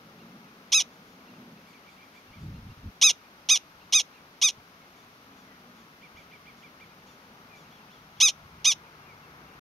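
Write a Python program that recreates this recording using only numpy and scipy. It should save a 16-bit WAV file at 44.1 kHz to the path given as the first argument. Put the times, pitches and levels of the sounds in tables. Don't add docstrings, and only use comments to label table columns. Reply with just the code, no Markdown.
import sys
import numpy as np
from scipy import signal
from scipy.fft import rfft, irfft
from scipy.io import wavfile

SR = 44100
rng = np.random.default_rng(int(sys.argv[2]) if len(sys.argv) > 2 else 0)


def output_pcm(signal):
    pcm = np.clip(np.atleast_2d(signal).T, -1, 1) * 32767
    wavfile.write(sys.argv[1], SR, np.round(pcm).astype(np.int16))


N = 428652
TIME = np.arange(N) / SR
END_S = 9.596


def gain_of(db):
    return 10 ** (np.asarray(db) / 20)


def unit_rms(x):
    return x / np.sqrt(np.mean(x ** 2) + 1e-20)


def ramp(x, start, end):
    return np.clip((x - start) / (end - start), 0, 1)


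def curve_at(rows, hz, column=1):
    table = np.transpose(rows)
    return np.interp(np.log(hz + 1), np.log(table[0]), table[column])


def fader_db(rows):
    return np.interp(TIME, *np.transpose(rows))


def add(mix, start_s, sound):
    part = mix[..., max(round(start_s * SR), 0):][..., :sound.shape[-1]]
    part += sound[..., :part.shape[-1]]


def wander(samples, hz):
    lowpass = np.exp(-(np.fft.rfftfreq(samples, 1 / SR) / hz) ** 2)
    return unit_rms(irfft(rfft(rng.standard_normal(samples)) * lowpass, samples))


def noise(spectrum):
    colour = gain_of(curve_at(spectrum, np.fft.rfftfreq(N, 1 / SR)))
    return unit_rms(irfft(rfft(rng.standard_normal(N)) * colour, N))


def ring(x, eq_db, size=2048):
    log_gain = np.log(gain_of(eq_db(abs(np.fft.fftfreq(size, 1 / SR)))))
    response = np.fft.ifft(np.exp(np.conj(signal.hilbert(log_gain)))).real
    return signal.fftconvolve(x, response[:size // 4])


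def meadow_tail(x, wet_db, t60_s, predelay_s):
    t = np.arange(SR // 2) / SR
    taps = rng.standard_normal((2, len(t))) * gain_of(-60 * t / t60_s) * (t > predelay_s)
    return gain_of(wet_db) * signal.fftconvolve(x[None], taps / np.linalg.norm(taps[0]), axes=1)[:, :N]


# time in seconds, relative level in dB.
ROAD_RIDE = [(0, -60.5), (1.8, -61), (5.5, -60.8), (7.2, -60.3), (7.6, -58), (8, -59.5), (8.9, -57.8),
             (9.6, -56.5)]
# frequency in Hz, relative level in dB, then, at full width,
# left over right in dB, left lead in radians, left-right coherence from 0 to 1.
TYRE_SPECTRUM = [(30, -31, 0.5, 3.5, 0.63), (100, -10.5, -10, -4, 0.98), (400.9, -2, 1, 1, 0.96),
                 (600, -3, 5, -0.48, .92), (1000, 0.5, 6, 1.5, 0.83), (1306, 2, 7.5, 2, .85),
                 (1860, -2.5, 0.5, 2.5, .9), (2620, -11.5, 10.5, 9.5, 0.21), (5000, -39.5, -13.5, -1, 0.26)]
def road(trim_db=3.5, swell_db=-0.28, full_width_hz=600):
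    hz = np.fft.rfftfreq(N, 1 / SR)
    width = np.minimum(hz / full_width_hz, 1) ** 2
    left_db = width * curve_at(TYRE_SPECTRUM, hz, column=2)
    lead = width * curve_at(TYRE_SPECTRUM, hz, column=3)
    coherence = 1 - width ** 2 * (1 - curve_at(TYRE_SPECTRUM, hz, column=4))
    shared, separate = rfft(noise(TYRE_SPECTRUM)), rfft(noise(TYRE_SPECTRUM))
    left = shared * gain_of(left_db / 2) * np.exp(1j * lead)
    right = (coherence * shared + np.sqrt(1 - coherence ** 2) * separate) * gain_of(-left_db / 2)
    level_db = trim_db + fader_db(ROAD_RIDE) + swell_db * wander(N, hz=5)
    return irfft(np.array([left, right]), N) * gain_of(level_db)


# time in seconds, relative level in dB.
DRONE_RIDE = [(0, -55.5), (1, -55.5), (2.2, -60.5), (3.3, -62), (4.2, -60.5), (4.9, -60), (7.6, -57.5),
              (8.2, -63.5), (9.6, -59.5)]
# frequency in Hz, relative level in dB.
EXHAUST_SPECTRUM = [(25, -44), (70, -20.5), (115, -12.5), (165, 0), (250, -1), (320, -9), (450, -9),
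                    (620, -16), (800, -16.5), (1500, -43.5)]
# start in seconds, length in seconds, first and last pitch in Hz,
# note level in dB, rumble level in dB.
ENGINE_SWELLS = [(0, 0.43, 108.1, 111, -54, -56.5), (1.08, 0.59, 134.9, 109, -53, -54.5),
                 (5.044, .9, 138.7, 112.5, -57.5, -66.5), (7.001, 3.3, 76, 74.9, -60, -71)]
# multiple of the pitch, relative level in dB.
ENGINE_PARTIALS = [(1, -13), (1.5, -10), (2, 0), (3, -12), (5, -13)]
def engines(drone_trim_db=-1, waver=0.026, flutter_db=2, peak_at=.74):
    out = noise(EXHAUST_SPECTRUM) * gain_of(drone_trim_db + fader_db(DRONE_RIDE))
    rumble = noise(EXHAUST_SPECTRUM)
    for start_s, length_s, first_hz, last_hz, note_db, rumble_db in ENGINE_SWELLS:
        progress = ramp(TIME, start_s, start_s + length_s)
        swell = np.sin(np.pi / 2 * np.minimum(ramp(progress, 0, peak_at), ramp(progress, 1, peak_at)))
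        pitch = (first_hz + (last_hz - first_hz) * progress) * (1 + waver * wander(N, hz=9.7))
        phase = 2 * np.pi * np.cumsum(pitch) / SR
        firing = sum(gain_of(db) * np.sin(order * phase) for order, db in ENGINE_PARTIALS)
        note = firing * gain_of(note_db + flutter_db * wander(N, hz=15))
        out += swell * (note + rumble * gain_of(rumble_db))
    return out


# time in seconds, level in dB.
BREEZE_RIDE = [(0, -74), (6, -70), (9.6, -63)]
# start in seconds, length in seconds, level in dB.
WIND_GUSTS = [(0.696, 0.084, -63), (2.273, 0.067, -49), (2.348, 0.4, -46), (2.417, 0.11, -47.5),
              (2.764, 0.066, -48), (2.824, 0.087, -39), (4.565, 0.056, -53), (6.137, 0.088, -62),
              (8.41, 0.066, -52), (8.505, 0.12, -59)]
# frequency in Hz, relative level in dB.
EDDY_SPECTRUM = [(20, -23), (45, -5.5), (90, -1.5), (150, -5.5), (230, -10.5), (330, -24.5), (600, -40),
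                 (1500, -66)]
def wind(attack_s=0.027, release_s=.04, lumps_db=2):
    force = gain_of(fader_db(BREEZE_RIDE))
    for start_s, length_s, level_db in WIND_GUSTS:
        age = TIME - start_s
        force += gain_of(level_db) * ramp(age, 0, attack_s) * ramp(length_s - age, 0, release_s)
    return noise(EDDY_SPECTRUM) * force * gain_of(lumps_db * wander(N, hz=35))


# frequency in Hz, relative level in dB.
HISS_SPECTRUM = [(25, -13), (100, 0.5), (500, -2), (2000, -1), (2800, -1), (4000, -3.5), (6000, -4.5),
                 (8500, -8.5), (11000, -12), (13000, -11.5), (15500, -20)]
def hiss(level_db=-57, wide_above_hz=800):
    highpass = signal.butter(2, wide_above_hz, "high", fs=SR, output="sos")
    side = signal.sosfilt(highpass, noise(HISS_SPECTRUM))
    mid = noise(HISS_SPECTRUM)
    return gain_of(level_db) * (mid + np.array([side, -side])) / np.sqrt(2)


def vocal_folds(length_s, top_hz, jitter=0.29, shimmer=1.3, rasp=0.55, creak_hz=700):
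    sag_at, collapse_at, creak_at = .355, .716, .91
    attack_s, release_s, shut_s = .0105, .023, .008
    t = np.arange(round(length_s * SR)) / SR
    onset = 1 - ramp(t / length_s, 0, sag_at)
    sag = ramp(t / length_s, sag_at, collapse_at)
    collapse = ramp(t / length_s, collapse_at, creak_at)
    arch = 1 - .45 * onset ** 2.25 - .12 * sag ** 1.5 - .5 * collapse ** 1.1
    roughness = .017 + .055 * onset + .42 * collapse ** 2
    pitch = top_hz * arch * np.exp(jitter * roughness * wander(len(t), creak_hz))
    cycles = np.cumsum(pitch) / SR - .15
    orders = np.arange(1, 33)[:, None]
    harmonics = np.cos(2 * np.pi * orders * cycles) * (orders * pitch < SR / 2)
    pulses = unit_rms(harmonics.sum(0) * np.sqrt(pitch / top_hz))
    pulses *= np.exp(shimmer * roughness * wander(len(t), creak_hz))
    puffs = unit_rms(np.exp(-2 * (cycles % 1)) * rng.standard_normal(len(t)))
    attack, release = ramp(t, 0, attack_s), ramp(t, length_s - release_s, length_s)
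    push_db = -11.5 * (1 - attack) - 4.5 * sag - 19.5 * release
    return ramp(length_s - t, 0, shut_s) * gain_of(push_db) * (pulses + rasp * roughness * puffs)


# frequency in Hz, relative gain in dB.
THROAT_EQ = [(600, -14.5), (1250, -23.5), (1750, -26), (2150, -14), (2550, -3.5), (3200, 2), (3550, 0.5),
             (3900, 1), (4650, -11.5), (5250, 1.5), (6400, 6.5), (7200, -10.5), (8600, -7.5), (11400, -20),
             (13000, -49), (16000, -57)]
def bark(length_s, top_hz, tuning=1, rolloff_db=0, rolloff_hz=2400):
    def eq_db(hz):
        octaves_above = np.log2(np.maximum(hz / rolloff_hz, 1))
        return curve_at(THROAT_EQ, hz / tuning) - rolloff_db * octaves_above
    return unit_rms(ring(vocal_folds(length_s, top_hz), eq_db))


FAR_VOICES = {"quick": (.078, 1192, .85, 27), "bright": (.11, 1185, 1.08, 0), "thin": (.105, 1185, 1.24, 1),
              "low": (.11, 1162, 1.05, 13), "high": (.085, 1400, 1.08, 20), "muffled": (.11, 1175, .8, 20)}
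# voice, level in dB, start of each bark in seconds.
FAR_BOUTS = [("high", -66, [.18, 1.26]), ("bright", -68.5, [.9, 1.065]),
             ("thin", -66, [1.67, 1.89, 2.135, 2.39]), ("quick", -63, [1.725, 1.86, 2.003, 2.148, 2.32]),
             ("muffled", -65, [1.65, 1.83, 1.96, 2.13, 2.31]), ("high", -67, [2.53, 2.68, 3.79, 4.12]),
             ("bright", -67, [4.955, 5.36, 5.755, 6.16, 6.56]),
             ("quick", -56.5, [6.012, 6.155, 6.309, 6.453, 6.619, 6.793]), ("bright", -63.5, [7.06, 7.55]),
             ("low", -64, [7.7, 7.9, 8.16])]
def far_prairie_dogs(vary=0.004, colony_per_s=2, colony_db=-70, colony_hz=1314, colony_spread=0.075):
    out = np.zeros(N)
    for voice, level_db, starts in FAR_BOUTS:
        length_s, top_hz, tuning, rolloff_db = FAR_VOICES[voice]
        for start_s in starts:
            pitch = top_hz * (1 + vary * rng.standard_normal())
            add(out, start_s, gain_of(level_db) * bark(length_s, pitch, tuning, rolloff_db))
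    length_s, _, tuning, rolloff_db = FAR_VOICES["quick"]
    for when, height in rng.random((round(colony_per_s * END_S), 2)):
        pitch = colony_hz * (1 + colony_spread * (2 * height - 1))
        add(out, when * END_S, gain_of(colony_db) * bark(length_s, pitch, tuning, rolloff_db))
    pan = gain_of([[-1], [1]])
    return out * pan + meadow_tail(out, wet_db=-9, t60_s=.19, predelay_s=.0013)


# start in seconds, length in seconds, top pitch in Hz,
# relative level in dB, added lean to the right in dB.
NEAR_BARKS = [(0.7197, 0.11, 1307, -19, 1.7), (3.014, 0.11, 1295, -16, 1),
              (3.4878, 0.095, 1270, -18.5, 1.4), (3.9241, 0.1, 1267, -19, 1),
              (4.415, 0.097, 1262, -20, 0.7), (8.2017, 0.11, 1299, -17, .8),
              (8.645, 0.098, 1257, -19.5, 1.3)]
# frequency in Hz, right over left in dB.
PORT_BALANCE = [(1200, -0.5), (2500, 1), (3700, -3), (4700, -4.5), (5400, 3.5), (6300, 3), (8000, -0.5),
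                (11000, -7.5)]
def near_prairie_dog(trim_db=1.05, bounce_s=0.0024, bounce_db=-17):
    out = np.zeros((2, N))
    for start_s, length_s, top_hz, level_db, right_db in NEAR_BARKS:
        voice = gain_of(trim_db + level_db) * bark(length_s, top_hz)
        ports = [ring(voice, lambda hz: side * (curve_at(PORT_BALANCE, hz) + right_db))
                 for side in (-.5, .5)]
        add(out, start_s, np.array(ports))
    bounce = gain_of(bounce_db) * np.array([np.interp(TIME - bounce_s, TIME, side) for side in out])
    return out + bounce + meadow_tail(out.mean(0), wet_db=-24, t60_s=.15, predelay_s=.0046)


# start in seconds, length in seconds, first and last pitch in Hz, level in dB.
BIRD_WHISTLES = [(4.76, .16, 2340, 1985, -70), (5.395, 0.21, 2290, 1734, -70.5),
                 (7.476, .13, 2510, 2234, -62), (9, 0.093, 2780, 2700, -71),
                 (9.038, 0.13, 2560, 2070, -62.5), (9.195, .09, 2760, 2610, -68),
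                 (9.427, 0.096, 2780, 2660, -70)]
def bird(waver=.012):
    out = np.zeros(N)
    for start_s, length_s, first_hz, last_hz, level_db in BIRD_WHISTLES:
        samples = round(length_s * SR)
        pitch = np.linspace(first_hz, last_hz, samples) * (1 + waver * wander(samples, hz=120))
        whistle = np.sin(2 * np.pi * np.cumsum(pitch) / SR) * np.hanning(samples)
        add(out, start_s, gain_of(level_db) * unit_rms(whistle))
    return out + meadow_tail(out, wet_db=-4, t60_s=.2, predelay_s=.002)


def scene():
    return near_prairie_dog() + far_prairie_dogs() + bird() + road() + engines() + wind() + hiss()


# centre in Hz, width in Hz.
MIC_NOTCHES = [(7650, 3250), (9600, 1400)]
def record(dry, cutoff_hz=15750, fade_s=.003):
    out = dry
    for hz, width_hz in MIC_NOTCHES:
        out = signal.lfilter(*signal.iirnotch(hz, hz / width_hz, fs=SR), out)
    out = out * ramp(END_S - TIME, 0, fade_s)
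    lowpass = signal.firwin(801, cutoff_hz, window=("kaiser", 9), fs=SR)
    return signal.oaconvolve(out, lowpass[None], "same")


dry = scene()
out = record(dry)
output_pcm(out)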